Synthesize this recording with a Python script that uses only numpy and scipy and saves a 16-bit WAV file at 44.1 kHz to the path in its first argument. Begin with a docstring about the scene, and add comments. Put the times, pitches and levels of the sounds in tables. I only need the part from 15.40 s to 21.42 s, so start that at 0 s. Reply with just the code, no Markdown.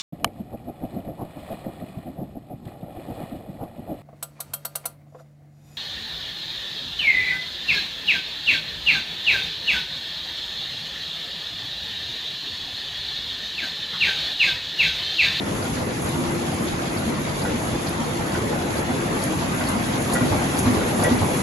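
"""A sheet-fed offset press runs in a hall, heard on a walk up to the guard of one printing unit.
With every sheet, a little over twice a second, a valve spits, the grippers snap and the cylinder gaps
boom; a cam lever clanks through its round every second sheet. Underneath, frame and gears roar, drive
teeth whine, inked rollers hiss and chain links tick. The side covers screen the moving parts, so these
grow louder as the open guard comes into view."""
import sys
import numpy as np
from scipy import signal
from scipy.fft import rfft, irfft, next_fast_len
from scipy.io import wavfile
from scipy.ndimage import uniform_filter1d, map_coordinates

SR = 44100
rng = np.random.default_rng(int(sys.argv[2]) if len(sys.argv) > 2 else 0)


def put_to_file(sound):
    """Save the sound as 16-bit audio at rate SR, in the file named by the first command-line argument."""
    columns = np.atleast_2d(sound).T  # one column per channel
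    safe = np.clip(columns, -1, 1)
    whole_steps = np.round(safe * 32767)
    wavfile.write(sys.argv[1], SR, whole_steps.astype(np.int16))


N = 265482
TIME_S = np.arange(N) / SR

SHEET_PERIOD_S, FIRST_SNAP_S = .45, .2375
MESH_HZ, RATTLE_HZ = 170.85, 220
ROAR_GAIN_DB, WHINE_GAIN_DB, SNAP_GAIN_DB = 3, -.5, .5
RING_GAIN_DB, SCRAPE_GAIN_DB, HALL_GAIN_DB = 2.3, 1.7, -15
LOW_CUT_HZ, TOP_HZ = 42, 11900

# Noise spectra: freq_hz, density_db
RUMBLE_SPECTRUM = [(18, -36), (32, -32), (48, -7), (60, -6), (92, 1.5), (125, 2.5), (160, 1.5), (195, 3),
                   (240, 1.5), (300, 0.5), (380, -9.5), (600, -118)]
ROAR_SPECTRUM = [(180, -5.5), (350, -0.5), (480, -1.5), (650, -3.5), (900, -4.5), (1250, -9.5), (1600, -10),
                 (2100, -12), (2800, -17), (4500, -89)]
HISS_SPECTRUM = [(1400, -40), (2400, 5.5), (2850, 10), (3200, 11.5), (4500, 8.5), (5500, 4.5), (6700, 5.5),
                 (7300, 13), (7800, -52), (12000, -51)]
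FIZZ_SPECTRUM = [(4000, -25), (5600, -8), (6600, -2.5), (7600, -.5), (8500, 0), (9700, 0), (10500, .5),
                 (11550, -1), (11900, -12)]
SNAP_SPECTRUM = [(2000, -18), (5000, 3.5), (7200, 11.5), (8500, 13.5), (10500, 19.5), (12000, 7)]
# Left-right likeness: freq_hz, correlation (clipped to +-1 in use)
EAR_CORRELATION = [(60, 0.99), (130, 0.97), (280, 0.8), (590, 0.11), (1100, 0.02), (1550, -0.34),
                   (2200, 0.075), (3000, -0.16), (4500, 0.19), (5400, -0.083), (6600, 0.15), (7600, -1.8)]
# Stereo balance: freq_hz, left_minus_right_db
BALANCE = [(60, -.6), (130, -.2), (250, 1), (500, 2.2), (1000, .3), (3000, .3), (5000, -1.1), (7500, 0)]
# Phase of the direct treble: freq_hz, right_lead_rad
EAR_LEAD = [(5500, -.7), (6700, .1), (7300, 1.3), (7850, 2.9), (9100, 3.35), (9600, 4.6), (10300, 6.1),
            (12000, 6.4)]
# Hall decay: freq_hz, t60_s
HALL_DECAY = [(150, 0.53), (2000, 0.15), (10000, 0.092)]
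# Sound let past the covers, 0 at the guard: time_s, gain_db
EXPOSURE = [(0, -16.5), (.8, -13), (2, -15), (3.4, -13.5), (3.95, -9), (4.3, -7.5), (4.8, -2), (6.02, 0)]
# Gear roar and gear drone along the walk: time_s, level_db
ROAR_LEVELS = [(0.0, -33.5), (0.07, -32), (2.75, -30.5), (6.02, -27)]
DRONE_LEVELS = [(0, -38), (.64, -46), (.75, -31.5), (1, -31), (1.14, -42), (1.3, -36), (1.45, -41),
                (1.6, -35), (1.76, -54), (2.15, -46), (2.4, -37), (2.85, -42), (3.15, -36), (3.65, -37),
                (3.85, -54), (5, -35), (5.3, -42)]
# Swells of the strongest whine: peak_s, length_s, level_db
SQUEALS = [(1.32, .09, -52.5), (2.34, .12, -47), (2.46, .06, -50), (2.94, .09, -51.5), (3.09, .08, -52.5),
           (3.24, .1, -51.5), (3.53, .12, -46), (3.68, .08, -53), (4.97, .16, -51), (5.17, .1, -54),
           (5.65, .09, -47), (5.92, .11, -49.5)]
# Weaker whines: mesh_order, unused_db, level_db
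WHINES = [(18, -65, -60), (19, -67, -65), (21, -64, -64), (22, -63, -61.5), (23, -66, -64), (30, -68, -65),
          (38, -65, -58.5), (39, -65, -58)]
# Motor and blower tones: pitch_hz, level_db, exposure_share
HUMS = [(49, -53, 0), (155.7, -37, 0.16), (242.5, -38.5, 0.12), (501, -44, 0.34), (1958, -50.5, 0.36)]
# Light strokes per sheet: after_snap_s, centre_hz, width_hz, level_db, rise_s, t60_s
STROKES = [(-.06, 3420, 3200, -44, .02, .3), (-.045, 814, 1100, -29, .02, 0.28),
           (.066, 2210, 2580, -37, .0015, 0.032), (0.146, 4000, 2420, -36, 0.02, 0.12),
           (0.168, 700, 800, -31.5, 0.0096, .2), (.268, 600, 800, -28.5, .004, 0.17)]
# Cam knocks per sheet: after_snap_s, pitch_hz, level_db, swell_s, exposure_share
CAM_THUDS = [(-.008, 150, -28, .006, .15), (.058, 220, -28, .004, 0), (.074, 98, -26, .009, .2),
             (.114, 225, -25, .005, 0), (.165, 225, -28, .007, .2), (.172, 88, -27, .016, .3),
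             (.324, 160, -23.5, .007, .2)]
# Frame and lever modes: pitch_hz, level_db, t60_s
FRAME_MODES = [(97, 0, .15), (155, 0, .16), (213, -2, .16), (230, 0, .15), (246.5, 0, .18), (272, -4, .12)]
LEVER_MODES = [(505, 0, .15), (665, -1, .12), (835, -2, .12), (921, -3, .1), (1040, -3, .1), (1160, -3, .1),
               (1430, 0, .13), (1525, -1, .12), (1750, -6, .08), (1938, 2, .19), (1975, -12, .12),
               (2220, -9, .1)]
# Blows on the frame: start_s, level_db, centre_hz
FRAME_BOOMS = [(.288, -22, 155), (.314, -19, 247), (.738, -22, 155), (.764, -17.5, 258), (1.207, -18, 230),
               (1.659, -14.5, 229), (2.135, -19.5, 232), (2.587, -15, 232), (3.035, -22, 245),
               (3.49, -16, 245), (3.902, -19.5, 232), (4.35, -13, 231), (4.808, -11, 247),
               (4.907, -17.5, 97), (5.253, -15, 97), (5.264, -8.3, 247), (5.352, -21, 97), (5.705, -16, 97),
               (5.709, -9, 246), (5.802, -15.5, 97), (5.823, -17, 155)]
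# Lever's rubbing contacts per two-sheet round: after_snap_s, level_db, centre_hz
LEVER_RUBS = [(-.012, -24, 680), (.027, -23.5, 560), (.065, -29, 1200), (.18, -24.5, 850),
              (.51, -27.5, 950), (.67, -30, 1300)]
# Lever hitting its stop or the frame: start_s, level_db, centre_hz, ring_offset_db
LEVER_KNOCKS = [(.246, -38, 1450, 3), (.408, -28, 600, -4), (2.048, -37, 1500, 10), (2.46, -30, 650, -4),
                (2.944, -37, 1460, 10), (4.018, -26, 640, -4), (4.205, -34.5, 1450, 5),
                (4.722, -27, 620, -5), (4.745, -24, 600, -5), (4.748, -27.5, 1800, 0),
                (4.753, -32, 1430, 8), (4.802, -31, 1180, 6), (4.94, -28.5, 1100, -2),
                (5.255, -28.5, 1020, 3), (5.59, -28, 950, -4), (5.622, -24.5, 950, -2),
                (5.637, -28, 1560, -1), (5.64, -31, 1940, 9), (5.648, -25, 850, -4),
                (5.665, -21.5, 560, -5)]
# Gripper snaps, one per sheet: level_db
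SNAP_LEVELS_DB = [-39, -34, -35, -35, -37, -33, -37.5, -35, -27.5, -27.5, -24.3, -23.2, -23]


def amp(db):
    """Decibels to gain."""
    return 10 ** (np.asarray(db) / 20)


def unit(x):
    """Scale to rms 1."""
    return x / np.sqrt(np.mean(x ** 2) + 1e-20)


def along(points, hz):
    """Interpolate (freq_hz, value) points on a log axis."""
    knots_hz, values = np.transpose(points)
    return np.interp(np.log(hz + 1), np.log(knots_hz + 1), values)


def curve(points, time_s=TIME_S):
    """Interpolate (time_s, value) points."""
    return np.interp(time_s, *np.transpose(points))


def cover_db(share, time_s=TIME_S):
    """Screening by the covers; sound that bends round them follows only a share of it."""
    return share * curve(EXPOSURE, time_s)


def wobble(rate_hz):
    """Smooth random curve, rate_hz knots a second."""
    return map_coordinates(rng.standard_normal(int(N * rate_hz / SR) + 4), [TIME_S * rate_hz])


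def add(track, start_s, sound):
    """Mix a sound into a stereo track."""
    start = round(start_s * SR)
    track[:, start:start + sound.shape[1]] += sound[:, :N - start]


def filtered(x, response):
    """Apply a frequency response."""
    size = next_fast_len(N + 8192)
    return irfft(rfft(x, size) * response(np.fft.rfftfreq(size, 1 / SR)), size)[..., :N]


def shape(spectrum):
    """Response of a spectrum table."""
    return lambda hz: amp(along(spectrum, hz))


def resonance(centre_hz, width_hz):
    """Response of one steep-skirted resonance."""
    return lambda hz: (hz * width_hz) ** 2 / ((centre_hz ** 2 - hz ** 2) ** 2 + (hz * width_hz) ** 2)


def ear_angle_rad(hz):
    """Left-right correlation as an angle; 0 is mono."""
    return np.arccos(np.clip(along(EAR_CORRELATION, hz), -1, 1))


def spread(pair, colour):
    """Two unrelated signals to a coloured stereo field, near mono in the bass; rms 1."""
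    def response(hz):
        turn_rad = ear_angle_rad(hz) / 2
        return colour(hz) * np.array([np.cos(turn_rad), np.sin(turn_rad)])
    mid, side = filtered(pair, response)
    return unit(np.array([mid + side, mid - side]))


def rush(colour):
    """Coloured stereo noise; rms 1."""
    return spread(rng.standard_normal((2, N)), colour)


def patchy(colour, depth_db=2.1):
    """Grainy noise: narrow bands flare and fade at random; rms 1."""
    spectra = signal.stft(rng.standard_normal((2, N)), nperseg=1024)[2]
    patches = uniform_filter1d(rng.standard_normal(spectra.shape[1:]), size=5, axis=0)
    patches = uniform_filter1d(patches, size=4, axis=1)
    pair = signal.istft(spectra * amp(depth_db * unit(patches)), nperseg=1024)[1]
    return spread(pair[:, :N], colour)


def direct(x, colour):
    """Direct sound, phase-shifted between the ears; rms 1."""
    sides = np.array([[-.5], [.5]])
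    return unit(filtered(x, lambda hz: colour(hz) * np.exp(1j * along(EAR_LEAD, hz) * sides)))


def tone(hz, drift_s, flutter_db):
    """Machine tone wandering at each ear in the hall's standing waves; rms 1."""
    phase = 2 * np.pi * hz * (TIME_S + drift_s)
    offset = .2 * ear_angle_rad(hz) * wobble(2.11)
    ears = [np.sin(phase + side * offset) * amp(flutter_db * wobble(5.5)) for side in (1, -1)]
    return unit(np.array(ears))


def beats(after_snap_s, level_db, share, sheets=1):
    """(start_s, level_db) of a slightly uneven blow, once per round of sheets."""
    period_s = sheets * SHEET_PERIOD_S
    starts_s = np.arange(FIRST_SNAP_S - period_s, N / SR, period_s) + after_snap_s
    starts_s = starts_s[(starts_s > 0) & (starts_s < N / SR)]
    scatter_db = .7 * rng.uniform(-1, 1, len(starts_s))
    return list(zip(starts_s, level_db + cover_db(share, starts_s) + scatter_db))


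def blows(events, rise_s, t60_s):
    """Power-summed envelope of (start_s, level_db) blows."""
    t = np.arange(SR // 2) / SR
    blow = (1 - np.exp(-t / rise_s)) * amp(-60 * t / t60_s)
    blow /= blow.max()
    return np.sqrt(sum(np.interp(TIME_S - s, t, amp(db) * blow, left=0, right=0) ** 2
                       for s, db in events))


def favouring(modes, centre_hz, db_per_octave):
    """Modes as a blow excites them: weaker away from centre_hz."""
    return [(hz, db - db_per_octave * abs(np.log2(hz / centre_hz)), t60_s) for hz, db, t60_s in modes]


def ring(modes, scatter_db, rise_s):
    """Struck metal: decaying modes with random strengths and per-ear phases."""
    t = np.arange(SR // 2) / SR
    out, power = np.zeros((2, len(t))), 0
    for hz, db, t60_s in modes:
        gain = amp(db + scatter_db * rng.standard_normal())
        phase = rng.uniform(0, 2 * np.pi) + .45 * ear_angle_rad(hz) * rng.standard_normal((2, 1))
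        out += gain * np.sin(2 * np.pi * hz * t + phase) * amp(-60 * t / t60_s)
        power += gain ** 2 / 2
    return out * (1 - np.exp(-t / rise_s)) / np.sqrt(power)


def hall(x):
    """Diffuse reverberation, dying faster in the treble."""
    hz, t, spectra = signal.stft(rng.standard_normal((2, SR)), SR, nperseg=256)
    decay = amp(-60 * t / along(HALL_DECAY, hz)[:, None])
    tail = signal.istft(spectra * decay, SR, nperseg=256)[1]
    return signal.fftconvolve(x, tail / np.linalg.norm(tail[0]), axes=1)[:, :N]


def frame_rumble(repeat_share=.25):
    """The frame rumbles; part of the power repeats with each cylinder turn."""
    turn = rng.standard_normal((2, round(SHEET_PERIOD_S * SR)))
    repeating = np.sqrt(repeat_share) * turn[:, np.arange(N) % turn.shape[1]]
    fresh = np.sqrt(1 - repeat_share) * rng.standard_normal((2, N))
    return amp(-25.5 + cover_db(.31)) * spread(repeating + fresh, shape(RUMBLE_SPECTRUM))


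def gear_roar():
    """The gear train roars, nearer with each step."""
    level_db = ROAR_GAIN_DB + curve(ROAR_LEVELS) + .7 * wobble(40)
    return amp(level_db) * patchy(shape(ROAR_SPECTRUM))


def roller_hiss():
    """Rollers hiss, roughened by bearings and chains."""
    level_db = -36 + cover_db(.18) + wobble(28)
    roughness = unit(amp(1.2 * wobble(RATTLE_HZ)))
    return amp(level_db) * roughness * patchy(shape(HISS_SPECTRUM))


def ink_fizz():
    """Tacky ink splits between the rollers in tiny crackles."""
    crackles = rng.standard_normal(N) * amp(2.8 * rng.standard_normal(N))
    level_db = -35 + cover_db(.38) + 1.3 * wobble(21.76)
    return amp(level_db) * direct(crackles, shape(FIZZ_SPECTRUM))


def gear_tones():
    """Teeth drone, whine and briefly squeal at multiples of the mesh rate."""
    drift_s = 6e-5 * wobble(9.5)  # uneven drive speed
    drone = amp(curve(DRONE_LEVELS)) * tone(2 * MESH_HZ, drift_s, flutter_db=0)
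    squeals = sum(amp(db) * np.exp(-2 * ((TIME_S - peak_s) / length_s) ** 2)
                  for peak_s, length_s, db in SQUEALS)
    whine = np.hypot(amp(-57.5), squeals) * tone(20 * MESH_HZ, drift_s, flutter_db=.7)
    for order, _, db in WHINES:
        whine += amp(WHINE_GAIN_DB + db) * tone(order * MESH_HZ, drift_s, flutter_db=4)
    return drone + whine


def motor_hum():
    """Motor and blowers hum, each tone drifting on its own."""
    return sum(amp(db + cover_db(share)) * tone(hz, .23 / hz * wobble(14), flutter_db=3.5)
               for hz, db, share in HUMS)


def chain_ticks(count=300):
    """Chain links and loose guards tick on thin steel; higher ticks are weaker."""
    out = np.zeros((2, N))
    for when, force, pitch in rng.uniform(size=(count, 3)):
        hz = 950 * 5 ** pitch
        modes = [(hz, 0, .05), (hz * np.sqrt(2), -4, .035)]
        level_db = -43 + 8 * force - 6 * pitch
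        add(out, when * N / SR, amp(level_db) * ring(modes, scatter_db=3, rise_s=.0007))
    return out


def light_strokes():
    """The same soft noise bursts recur with every sheet."""
    return sum(blows(beats(after_s, db, share=.45), rise_s, t60_s) * rush(resonance(hz, width_hz))
               for after_s, hz, width_hz, db, rise_s, t60_s in STROKES)


def air_valve(pass_s=3.1, nearest_m=.81, walk_m_per_s=.42):
    """Suction air sputters out just before each snap, loudest where the walk passes the valve."""
    distance_m = np.hypot(nearest_m, walk_m_per_s * (TIME_S - pass_s))
    spits = blows(beats(after_snap_s=-.019, level_db=-36.3, share=0), rise_s=.003, t60_s=.09)
    sputter = unit(amp(3 * wobble(RATTLE_HZ) + 1.5 * wobble(1 / SHEET_PERIOD_S)))
    return nearest_m / distance_m * spits * sputter * rush(resonance(4530, 820))


def cam_thuds():
    """Cams knock dully through each cycle, varying in force and pitch."""
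    t = np.arange(SR // 4) / SR
    out = np.zeros((2, N))
    for after_s, hz, level_db, swell_s, share in CAM_THUDS:
        envelope = (t / swell_s * np.exp(1 - t / swell_s)) ** 2
        for start_s, db in beats(after_s, level_db, share):
            force, pitch = rng.standard_normal(2)
            thud = envelope * np.sin(2 * np.pi * hz * (1 + .04 * pitch) * t)
            add(out, start_s, amp(db + 1.5 * force) * thud[None])
    return out


def cylinder_booms():
    """The heavy frame booms as the cylinder gaps pass; at the guard the cams shake it too."""
    out = np.zeros((2, N))
    for start_s, db, centre_hz in FRAME_BOOMS:
        modes = favouring(FRAME_MODES, centre_hz, db_per_octave=110)
        add(out, start_s, amp(db) * ring(modes, scatter_db=1, rise_s=.012))
    return out


def cam_lever(rub_damping_db=-1.5):
    """The lever rubs through its round and at times knocks; each contact scrapes and rings."""
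    t = np.arange(SR // 2) / SR
    bins_hz = np.fft.rfftfreq(len(t), 1 / SR)
    contact = (1 - np.exp(-t / .006)) * amp(-60 * t / .14)
    rubs = [(start_s, db, hz, rub_damping_db) for after_s, level_db, hz in LEVER_RUBS
            for start_s, db in beats(after_s, level_db, share=.72, sheets=2)]
    rattle = unit(amp(2 * wobble(RATTLE_HZ)))
    rings, scrapes = np.zeros((2, 2, N))
    for start_s, db, centre_hz, ring_offset_db in rubs + LEVER_KNOCKS:
        colour = resonance(centre_hz, width_hz=.7 * centre_hz)(bins_hz)
        friction = unit(irfft(rfft(rng.standard_normal((2, len(t)))) * colour, len(t)))
        add(scrapes, start_s, amp(db) * contact * friction)
        modes = favouring(LEVER_MODES, centre_hz, db_per_octave=32)
        add(rings, start_s, amp(db + ring_offset_db) * ring(modes, scatter_db=1.5, rise_s=.005))
    return amp(RING_GAIN_DB) * rings + amp(SCRAPE_GAIN_DB) * rattle * scrapes


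def grippers(closing_s=.005):
    """Each sheet slides to the stops and swishes into a row of fingers, which snap shut."""
    sheets = [(FIRST_SNAP_S + k * SHEET_PERIOD_S, db) for k, db in enumerate(SNAP_LEVELS_DB)]
    fingers = amp(2.9 * wobble(700)) * rng.standard_normal(N)
    closings = [(s + side * closing_s / 2, db) for s, db in sheets for side in (-1, 1)]
    snaps = amp(SNAP_GAIN_DB) * blows(closings, rise_s=.002, t60_s=.06) / np.sqrt(2)
    swish = blows([(s - .018, db - 11.5) for s, db in sheets], rise_s=.015, t60_s=.18)
    slide = blows([(s - .08, -42.5) for s, _ in sheets], rise_s=.03, t60_s=.22)
    paper = np.hypot(swish, slide) * direct(rng.standard_normal(N), shape(FIZZ_SPECTRUM))
    return snaps * direct(fingers, shape(SNAP_SPECTRUM)) + paper


def scene():
    """Running noise, the beat of the sheets with its reverberation, and the grippers."""
    beat = cam_lever() + cam_thuds() + cylinder_booms() + air_valve() + light_strokes() + chain_ticks()
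    running = frame_rumble() + gear_roar() + roller_hiss() + ink_fizz() + gear_tones() + motor_hum()
    press = running + beat + grippers() + amp(HALL_GAIN_DB) * hall(beat)
    return filtered(press, lambda hz: amp(along(BALANCE, hz) * np.array([[.5], [-.5]])))


def record(dry):
    """Third-order low cut and a hard band limit."""
    return filtered(dry, lambda hz: (hz < TOP_HZ) * hz ** 3 / np.hypot(hz ** 3, LOW_CUT_HZ ** 3))


dry = scene()
out = record(dry)
put_to_file(out)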